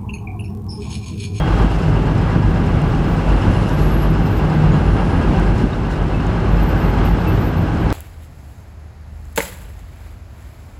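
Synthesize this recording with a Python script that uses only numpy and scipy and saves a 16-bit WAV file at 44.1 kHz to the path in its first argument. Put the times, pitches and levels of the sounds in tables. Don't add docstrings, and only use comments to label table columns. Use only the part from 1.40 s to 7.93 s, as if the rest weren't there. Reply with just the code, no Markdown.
import sys
import numpy as np
from scipy import signal
from scipy.fft import rfft, irfft
from scipy.io import wavfile

SR = 44100
rng = np.random.default_rng(int(sys.argv[2]) if len(sys.argv) > 2 else 0)


def wrap_up_sound(samples):
    columns = np.atleast_2d(samples).T
    tamed = np.clip(columns, -1, 1)
    steps = np.round(tamed * 32767).astype(np.int16)
    wavfile.write(sys.argv[1], SR, steps)


N = 287857
CYLINDERS = 6

# time in seconds, then rumble, roar and hiss in relative dB.
NOISE_LEVELS = [(0.0, -16, -25, -54), (0.05, -17.5, -24, -52.5), (0.22, -15.5, -23, -48),
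                (0.29, -21, -24.5, -54), (0.31, -17, -26.5, -49), (0.43, -19.5, -25.5, -51.5),
                (0.5, -16.5, -26, -52), (0.58, -16.5, -25.5, -54.5), (0.65, -15.5, -25.5, -54),
                (0.94, -18, -24, -52.5), (0.96, -13, -25, -53), (1.01, -15.5, -26, -57),
                (1.08, -14.5, -27, -52), (1.14, -17.5, -25.5, -54.5), (1.26, -14, -25.5, -52.5),
                (1.3, -16.5, -26, -54), (1.37, -14.5, -24.5, -54), (1.43, -20, -26, -53),
                (1.44, -17, -24.5, -53), (1.55, -15, -26, -53), (1.86, -19.5, -25, -51.5),
                (1.93, -15, -23, -51), (1.99, -21, -24, -51), (2.04, -13, -24, -51), (2.07, -11, -23, -50),
                (2.2, -18, -25, -50.5), (2.24, -15, -23, -49), (2.27, -11.5, -27, -52),
                (2.29, -26, -25.5, -48), (2.31, -16, -25, -51), (2.35, -20, -24.5, -53),
                (2.4, -13.5, -25, -48.5), (2.44, -21, -24.5, -49.5), (2.56, -13.5, -24.5, -54),
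                (2.63, -19, -24, -53), (2.72, -16, -26, -54), (2.76, -17, -26, -53),
                (3.32, -14.5, -23.5, -53), (3.34, -9.5, -21.5, -55), (3.37, -17, -24, -52),
                (3.54, -16.5, -25.5, -54), (3.57, -16, -21.5, -54), (3.64, -14.5, -25.5, -52),
                (3.74, -14, -23.5, -53), (4.06, -15.5, -24, -51), (4.13, -14.5, -26.5, -54),
                (4.2, -16, -24.5, -47.5), (4.24, -14.5, -25.5, -54), (4.28, -19.5, -27.5, -54),
                (4.49, -18, -28, -57), (4.51, -21, -26.5, -48.5), (4.6, -19, -27, -56),
                (5.61, -16, -22.5, -53), (5.68, -14.5, -22, -50), (5.7, -19, -25, -54.5),
                (5.94, -14, -24, -53), (6.12, -18, -26, -56.5), (6.19, -14, -26, -55),
                (6.3, -19, -26, -54.5), (6.37, -13, -26, -52), (6.39, -15, -25, -55),
                (6.48, -16, -24.5, -52.5)]
# time in seconds, then boom and rasp in relative dB.
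BOOM_RASP_LEVELS = [(0, -24, -41), (.6, -26.5, -43.5), (1.3, -20.5, -45), (1.75, -24, -44.5),
                    (2.05, -28.5, -38), (2.4, -30, -44.5), (3.0, -29.5, -44), (3.7, -26.5, -45),
                    (4.2, -28, -44), (4.35, -35, -48), (5.0, -28.5, -48), (5.5, -22.5, -48),
                    (6.0, -29, -49), (6.53, -37, -49)]


def from_db(db):
    return 10 ** (np.asarray(db) / 20)


def unit_rms(x):
    return x / np.sqrt(np.mean(x ** 2) + 1e-20)


def seconds():
    return np.arange(N) / SR


def curves(rows):
    time_s, *columns = np.transpose(rows)
    return [np.interp(seconds(), time_s, column) for column in columns]


def drift(rate_hz):
    hz = np.arange(N // 2 + 1) * SR / N
    return unit_rms(irfft(rfft(rng.standard_normal(N)) / (1 + (hz / rate_hz) ** 2), N))


def shaped_noise(spectrum):
    hz = np.maximum(np.arange(N // 2 + 1) * SR / N, 1)
    points_hz, db = np.transpose(spectrum)
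    skirts = np.minimum(hz / points_hz[0], 1) * np.minimum(points_hz[-1] / hz, 1)
    gain = from_db(np.interp(np.log(hz), np.log(points_hz), db)) * skirts ** 2
    return unit_rms(irfft(rfft(rng.standard_normal(N)) * gain, N))


def resonate(x, hz, width_hz):
    edges_hz = np.clip([hz - width_hz / 2, hz + width_hz / 2], 10, SR / 2 - 10)
    return signal.sosfilt(signal.butter(2, edges_hz, "band", fs=SR, output="sos"), x)


def band_noise(hz, width_hz, drive=1):
    return unit_rms(resonate(drive * rng.standard_normal(N), hz, width_hz))


def tone(turns, waver, rate_hz=2.76):
    angle = 2 * np.pi * turns
    in_phase = (1 + waver * drift(rate_hz)) * np.sin(angle)
    quadrature = waver * drift(rate_hz) * np.cos(angle)
    return unit_rms(in_phase + quadrature)


def street_noise():
    # frequency in Hz, relative density in dB.
    rumble_spectrum = [(10, -32), (26, -13), (33, -18), (42, -9), (55, -0.5), (80, -3.5), (110, 3),
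                       (135, -5.5), (170, -3), (220, -4), (280, -7), (330, -7), (480, -21), (900, -41)]
    roar_spectrum = [(200, -6.5), (400, 1.5), (520, -1), (700, -3), (900, -4), (1080, -6.5), (1400, -8),
                     (1660, -10.5), (1760, -14), (2050, -14.5), (2330, -17.5), (2900, -19), (3600, -26),
                     (7000, -47.5)]
    hiss_spectrum = [(2000, -4), (3800, 2.5), (4600, 1.5), (5500, 0.5), (6500, -3), (7900, -5),
                     (8500, -8.5), (9800, -9), (11000, -13.5), (13000, -16.5), (15500, -27)]
    rumble_db, roar_db, hiss_db = curves(NOISE_LEVELS)
    rumble = from_db(rumble_db - 4.0) * shaped_noise(rumble_spectrum)
    roar = from_db(roar_db - 0.8 + 0.5 * drift(34)) * shaped_noise(roar_spectrum)
    hiss = from_db(hiss_db + 4.5 + drift(40)) * shaped_noise(hiss_spectrum)
    return rumble + roar + hiss


def body_boom():
    boom_db, _ = curves(BOOM_RASP_LEVELS)
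    return from_db(boom_db) * band_noise(hz=161.2, width_hz=29.3)


def body_ticks(decay_s=0.0015):
    # start in seconds, peak in dB, band centre in Hz.
    ticks = [(.780, -43, 7800), (1.418, -33, 8000), (2.293, -29, 6800), (3.998, -32, 8500),
             (4.867, -31, 5800), (6.503, -23, 4340)]
    out = np.zeros(N)
    for start_s, db, hz in ticks:
        age_s = np.maximum(seconds() - start_s, 0)
        envelope = (age_s > 0) * np.exp(-age_s / decay_s) + 1e-12
        snap = band_noise(hz, width_hz=hz / 2, drive=envelope)
        out += from_db(db) * snap / np.abs(snap).max()
    return out


def body_thumps(width_s=0.0012):
    # centre in seconds, peak in dB.
    thumps = [(0.248, -4), (.964, -9), (4.242, -2.5)]
    out = np.zeros(N)
    for centre_s, db in thumps:
        offset = (seconds() - centre_s) / width_s
        out += from_db(db) * (1 - offset ** 2) * np.exp(-offset ** 2 / 2)
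    return out


def inverter_whine(hz=9942):
    # time in seconds, relative level in dB.
    levels = [(0.0, -71), (0.45, -82), (0.52, -80), (1.33, -72), (1.42, -70), (1.82, -74), (2.09, -59),
              (2.27, -63), (2.47, -67), (2.6, -65), (2.84, -72), (3.33, -71), (3.49, -63), (3.87, -62),
              (4.13, -73), (4.18, -71), (4.33, -76), (4.47, -77), (5.02, -85), (5.07, -74), (6.0, -73),
              (6.11, -77), (6.53, -72)]
    level_db, = curves(levels)
    return from_db(level_db + 1.5) * tone(hz * seconds(), waver=0.5, rate_hz=9)


def brake_squeals(ramp_s=0.006, jitter_hz=14):
    # time in seconds, pitch in Hz, relative level in dB.
    lower_mode = [
        [(2.28, 11585, -60), (2.452, 11577, -48), (2.512, 11603, -55), (2.524, 11599, -46), (2.612, 11622, -52),
         (2.628, 11615, -43), (2.688, 11629, -71), (2.708, 11653, -51), (2.75, 11662, -66)],
        [(2.79, 12369, -69), (2.866, 12351, -50), (2.874, 12334, -56), (2.988, 12357, -48), (3.02, 12353, -69),
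         (3.136, 12371, -67), (3.148, 12381, -61), (3.17, 12391, -66)],
        [(5.1, 12366, -60), (5.202, 12424, -64), (5.232, 12349, -40), (5.258, 12361, -54), (5.292, 12346, -43),
         (5.318, 12376, -57), (5.482, 12386, -52), (5.63, 12398, -77), (5.652, 12369, -38), (5.778, 12360, -70),
         (5.792, 12425, -53), (5.86, 12396, -70), (5.884, 12366, -40), (5.91, 12368, -52), (6.08, 12345, -49),
         (6.144, 12381, -67), (6.16, 12364, -53), (6.342, 12392, -73), (6.422, 12442, -59), (6.46, 12426, -75)],
    ]
    upper_mode = [
        [(1.54, 15172, -77), (1.594, 15151, -66), (1.616, 15117, -66), (1.71, 15146, -59), (1.78, 15225, -74),
         (1.82, 15199, -74)],
        [(2.79, 14844, -77), (2.798, 14670, -67), (2.838, 14608, -71), (2.856, 14678, -62), (3.02, 14747, -75)],
    ]
    t = seconds()
    out = np.zeros(N)
    for rows in [*lower_mode, *upper_mode]:
        hz, db = curves(rows)
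        start_s, end_s = rows[0][0], rows[-1][0]
        gate = np.clip(np.minimum(t - start_s, end_s - t) / ramp_s, 0, 1)
        turns = np.cumsum(hz + jitter_hz * drift(40)) / SR
        out += gate * from_db(db + 0.5) * tone(turns, waver=0.51, rate_hz=45)
    return out


def brake_squeaks(attack_s=0.0033):
    # start in seconds, pitch in Hz, length in seconds, relative level in dB.
    slips = [(0, 3241, .12, -37), (.13, 3241, 0.25, -44), (1.10, 12120, .06, -66), (1.29, 12120, .06, -64),
             (1.44, 15450, .1, -71), (1.48, 12100, .07, -60), (1.72, 12080, .05, -57),
             (3.315, 6730, .08, -50), (4.33, 3700, 0.01, -34), (4.737, 2630, .045, -35.5),
             (4.775, 2640, 0.055, -42), (5.865, 2650, 0.062, -33.5)]
    pitch_ratio = 1 + 0.0052 * drift(81)
    out = np.zeros(N)
    for start_s, hz, length_s, db in slips:
        age_s = seconds() - start_s
        envelope = np.clip(age_s / attack_s, 0, 1) * np.clip(1 - age_s / length_s, 0, 1)
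        turns = np.cumsum(hz * pitch_ratio) / SR
        out += from_db(db) * envelope * np.sqrt(2) * np.sin(2 * np.pi * turns)
    return out


def fan_tone(cycles, blades_per_cycle=18.12):
    # time in seconds, relative level in dB.
    levels = [(0.0, -17.5), (0.14, -23), (0.38, -39), (0.49, -19), (0.71, -22.5), (0.95, -27.5),
              (1.07, -21.5), (1.96, -24.5), (2.05, -37), (2.42, -15), (2.98, -23.5), (3.38, -11.5),
              (3.56, -24.5), (4.16, -23.5), (4.4, -30), (4.74, -24.5), (5.07, -44), (5.33, -31),
              (5.45, -36), (5.6, -35), (5.89, -28), (6.07, -31), (6.53, -35)]
    level_db, = curves(levels)
    return from_db(level_db - 2.0) * tone(blades_per_cycle * cycles, waver=0.31)


def valve_gear(cycles, firing_hz, attack_s=0.00036):
    # place in the cycle 0-1, centre in Hz, width in Hz, decay in seconds, relative level in dB.
    knocks = [(1, 2800, 240, 0.0052, 5), (.91, 5130, 370, 0.021, -6), (.07, 2790, 170, 0.021, 3),
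              (0.6, 2730, 280, 0.011, -6), (.90, 7400, 1400, .02, -11), (0.04, 950, 850, 0.0053, 15)]
    _, rasp_db = curves(BOOM_RASP_LEVELS)
    out = from_db(-5.0) * band_noise(hz=2786, width_hz=230)
    for place, hz, width_hz, decay_s, db in knocks:
        age_s = (cycles - place) % 1 * CYLINDERS / firing_hz
        envelope = np.exp(-age_s / decay_s) * (1 - np.exp(-age_s / attack_s))
        out += from_db(db + 1.5 * drift(6)) * envelope * band_noise(hz, width_hz)
    return out * from_db(rasp_db)


def block_hum(cycles):
    # multiple of the cycle rate, relative level in dB.
    orders = [(4, -42), (5, -26.5), (7, -34.5), (8, -30.5), (9, -33), (10, -33), (10.45, -27), (12.6, -26),
              (13, -34), (15, -32.5), (16, -29.5), (20, -29), (21, -30), (24.4, -34), (28, -40), (30, -36),
              (32, -36.5), (38, -34.5), (47, -40), (50, -46)]
    rumble_db, _, _ = curves(NOISE_LEVELS)
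    hum = sum(from_db(db) * tone(order * cycles + rng.random(), waver=0.49) for order, db in orders)
    return hum * from_db(rumble_db - rumble_db.mean() - 1.0)


def diesel_clatter(cycles):
    # centre in Hz, width in Hz, relative level in dB.
    bay_modes = [(371, 76, -38), (792.7, 49, -36), (861.6, 34, -39.5), (975, 45, -41.5), (1145, 66, -41.5),
                 (1246, 52, -44), (1516, 48, -42.5), (1642, 51, -42.5), (2630, 170, -51), (2987, 22, -60),
                 (3214, 43, -55.5), (4200, 410, -55), (5070, 350, -58.5), (9540, 35, -78)]
    _, roar_db, _ = curves(NOISE_LEVELS)
    firings = np.cos(2 * np.pi * CYLINDERS * cycles)
    imbalance = np.cos(2 * np.pi * (cycles - 0.15))
    puffs = 1 + 0.37 * (firings + imbalance)
    ringing = sum(from_db(db) * band_noise(hz, width_hz, drive=puffs) for hz, width_hz, db in bay_modes)
    return ringing * from_db(0.98 * (roar_db - roar_db.mean()) - 1.84)


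def exhaust_drone(cycles):
    # time in seconds, relative level in dB.
    levels = [(0.0, -23), (0.13, -17), (0.22, -12.5), (0.45, -24), (0.51, -19), (0.67, -19), (0.74, -26),
              (0.8, -24), (0.91, -16), (0.98, -33), (1.03, -17), (1.16, -19), (1.23, -26), (1.33, -20),
              (1.38, -32), (1.58, -27), (1.67, -40), (1.74, -16), (1.84, -28), (1.89, -9), (1.93, -12),
              (2.09, -25), (2.27, -18), (2.34, -24), (2.42, -13.5), (2.51, -16.5), (2.73, -17), (2.95, -24),
              (2.98, -15), (3.14, -28), (3.22, -36), (3.27, -16), (3.38, -31), (3.49, -11), (3.56, -19),
              (3.82, -28), (3.89, -15), (3.96, -24), (4.07, -11), (4.2, -28), (4.27, -19), (4.33, -34),
              (4.38, -23), (4.56, -23), (4.6, -19.5), (5.07, -23), (5.14, -12.5), (5.34, -19), (5.73, -13),
              (5.8, -24), (5.95, -18.5), (6.2, -33), (6.27, -20), (6.36, -36), (6.45, -21), (6.53, -17)]
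    level_db, = curves(levels)
    return from_db(level_db - 0.5) * tone(CYLINDERS * cycles, waver=0.06)


def scene():
    # time in seconds, firing rate in Hz.
    firing_rates = [(0.0, 50.32), (0.59, 50.74), (1.19, 47.93), (1.78, 48.5), (2.37, 49.58), (2.97, 50.17),
                    (3.56, 50.99), (4.16, 47.77), (4.75, 48.55), (5.34, 49.97), (5.94, 49.92),
                    (6.53, 50.05)]
    firing_hz, = curves(firing_rates)
    cycles = 0.378 + np.cumsum(firing_hz) / CYLINDERS / SR
    engine = exhaust_drone(cycles) + fan_tone(cycles) + block_hum(cycles)
    engine += diesel_clatter(cycles) + valve_gear(cycles, firing_hz)
    background = body_boom() + street_noise() + inverter_whine()
    brakes = brake_squeals() + brake_squeaks()
    return (engine + background + brakes + body_ticks() + body_thumps())[None]


def gain_control(x, limit_db=-0.5, recovery_db_per_s=4.5, attack_s=0.0015):
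    over_db = np.maximum(20 * np.log10(np.abs(x) + 1e-9) - limit_db, 0)
    recovery_db = recovery_db_per_s * seconds()
    cut_db = np.maximum.accumulate(over_db + recovery_db, axis=-1) - recovery_db
    pole = np.exp(-1 / (attack_s * SR))
    return x * from_db(-signal.lfilter([1 - pole], [1, -pole], cut_db))


def record(dry):
    cutoff_hz = 15720
    held = gain_control(dry)
    rounded = held / (1 + held ** 8) ** (1 / 8)
    lowpass = signal.ellip(12, 0.1, 90, cutoff_hz, fs=SR, output="sos")
    return signal.sosfilt(lowpass, rounded)


dry = scene()
out = record(dry)
wrap_up_sound(out)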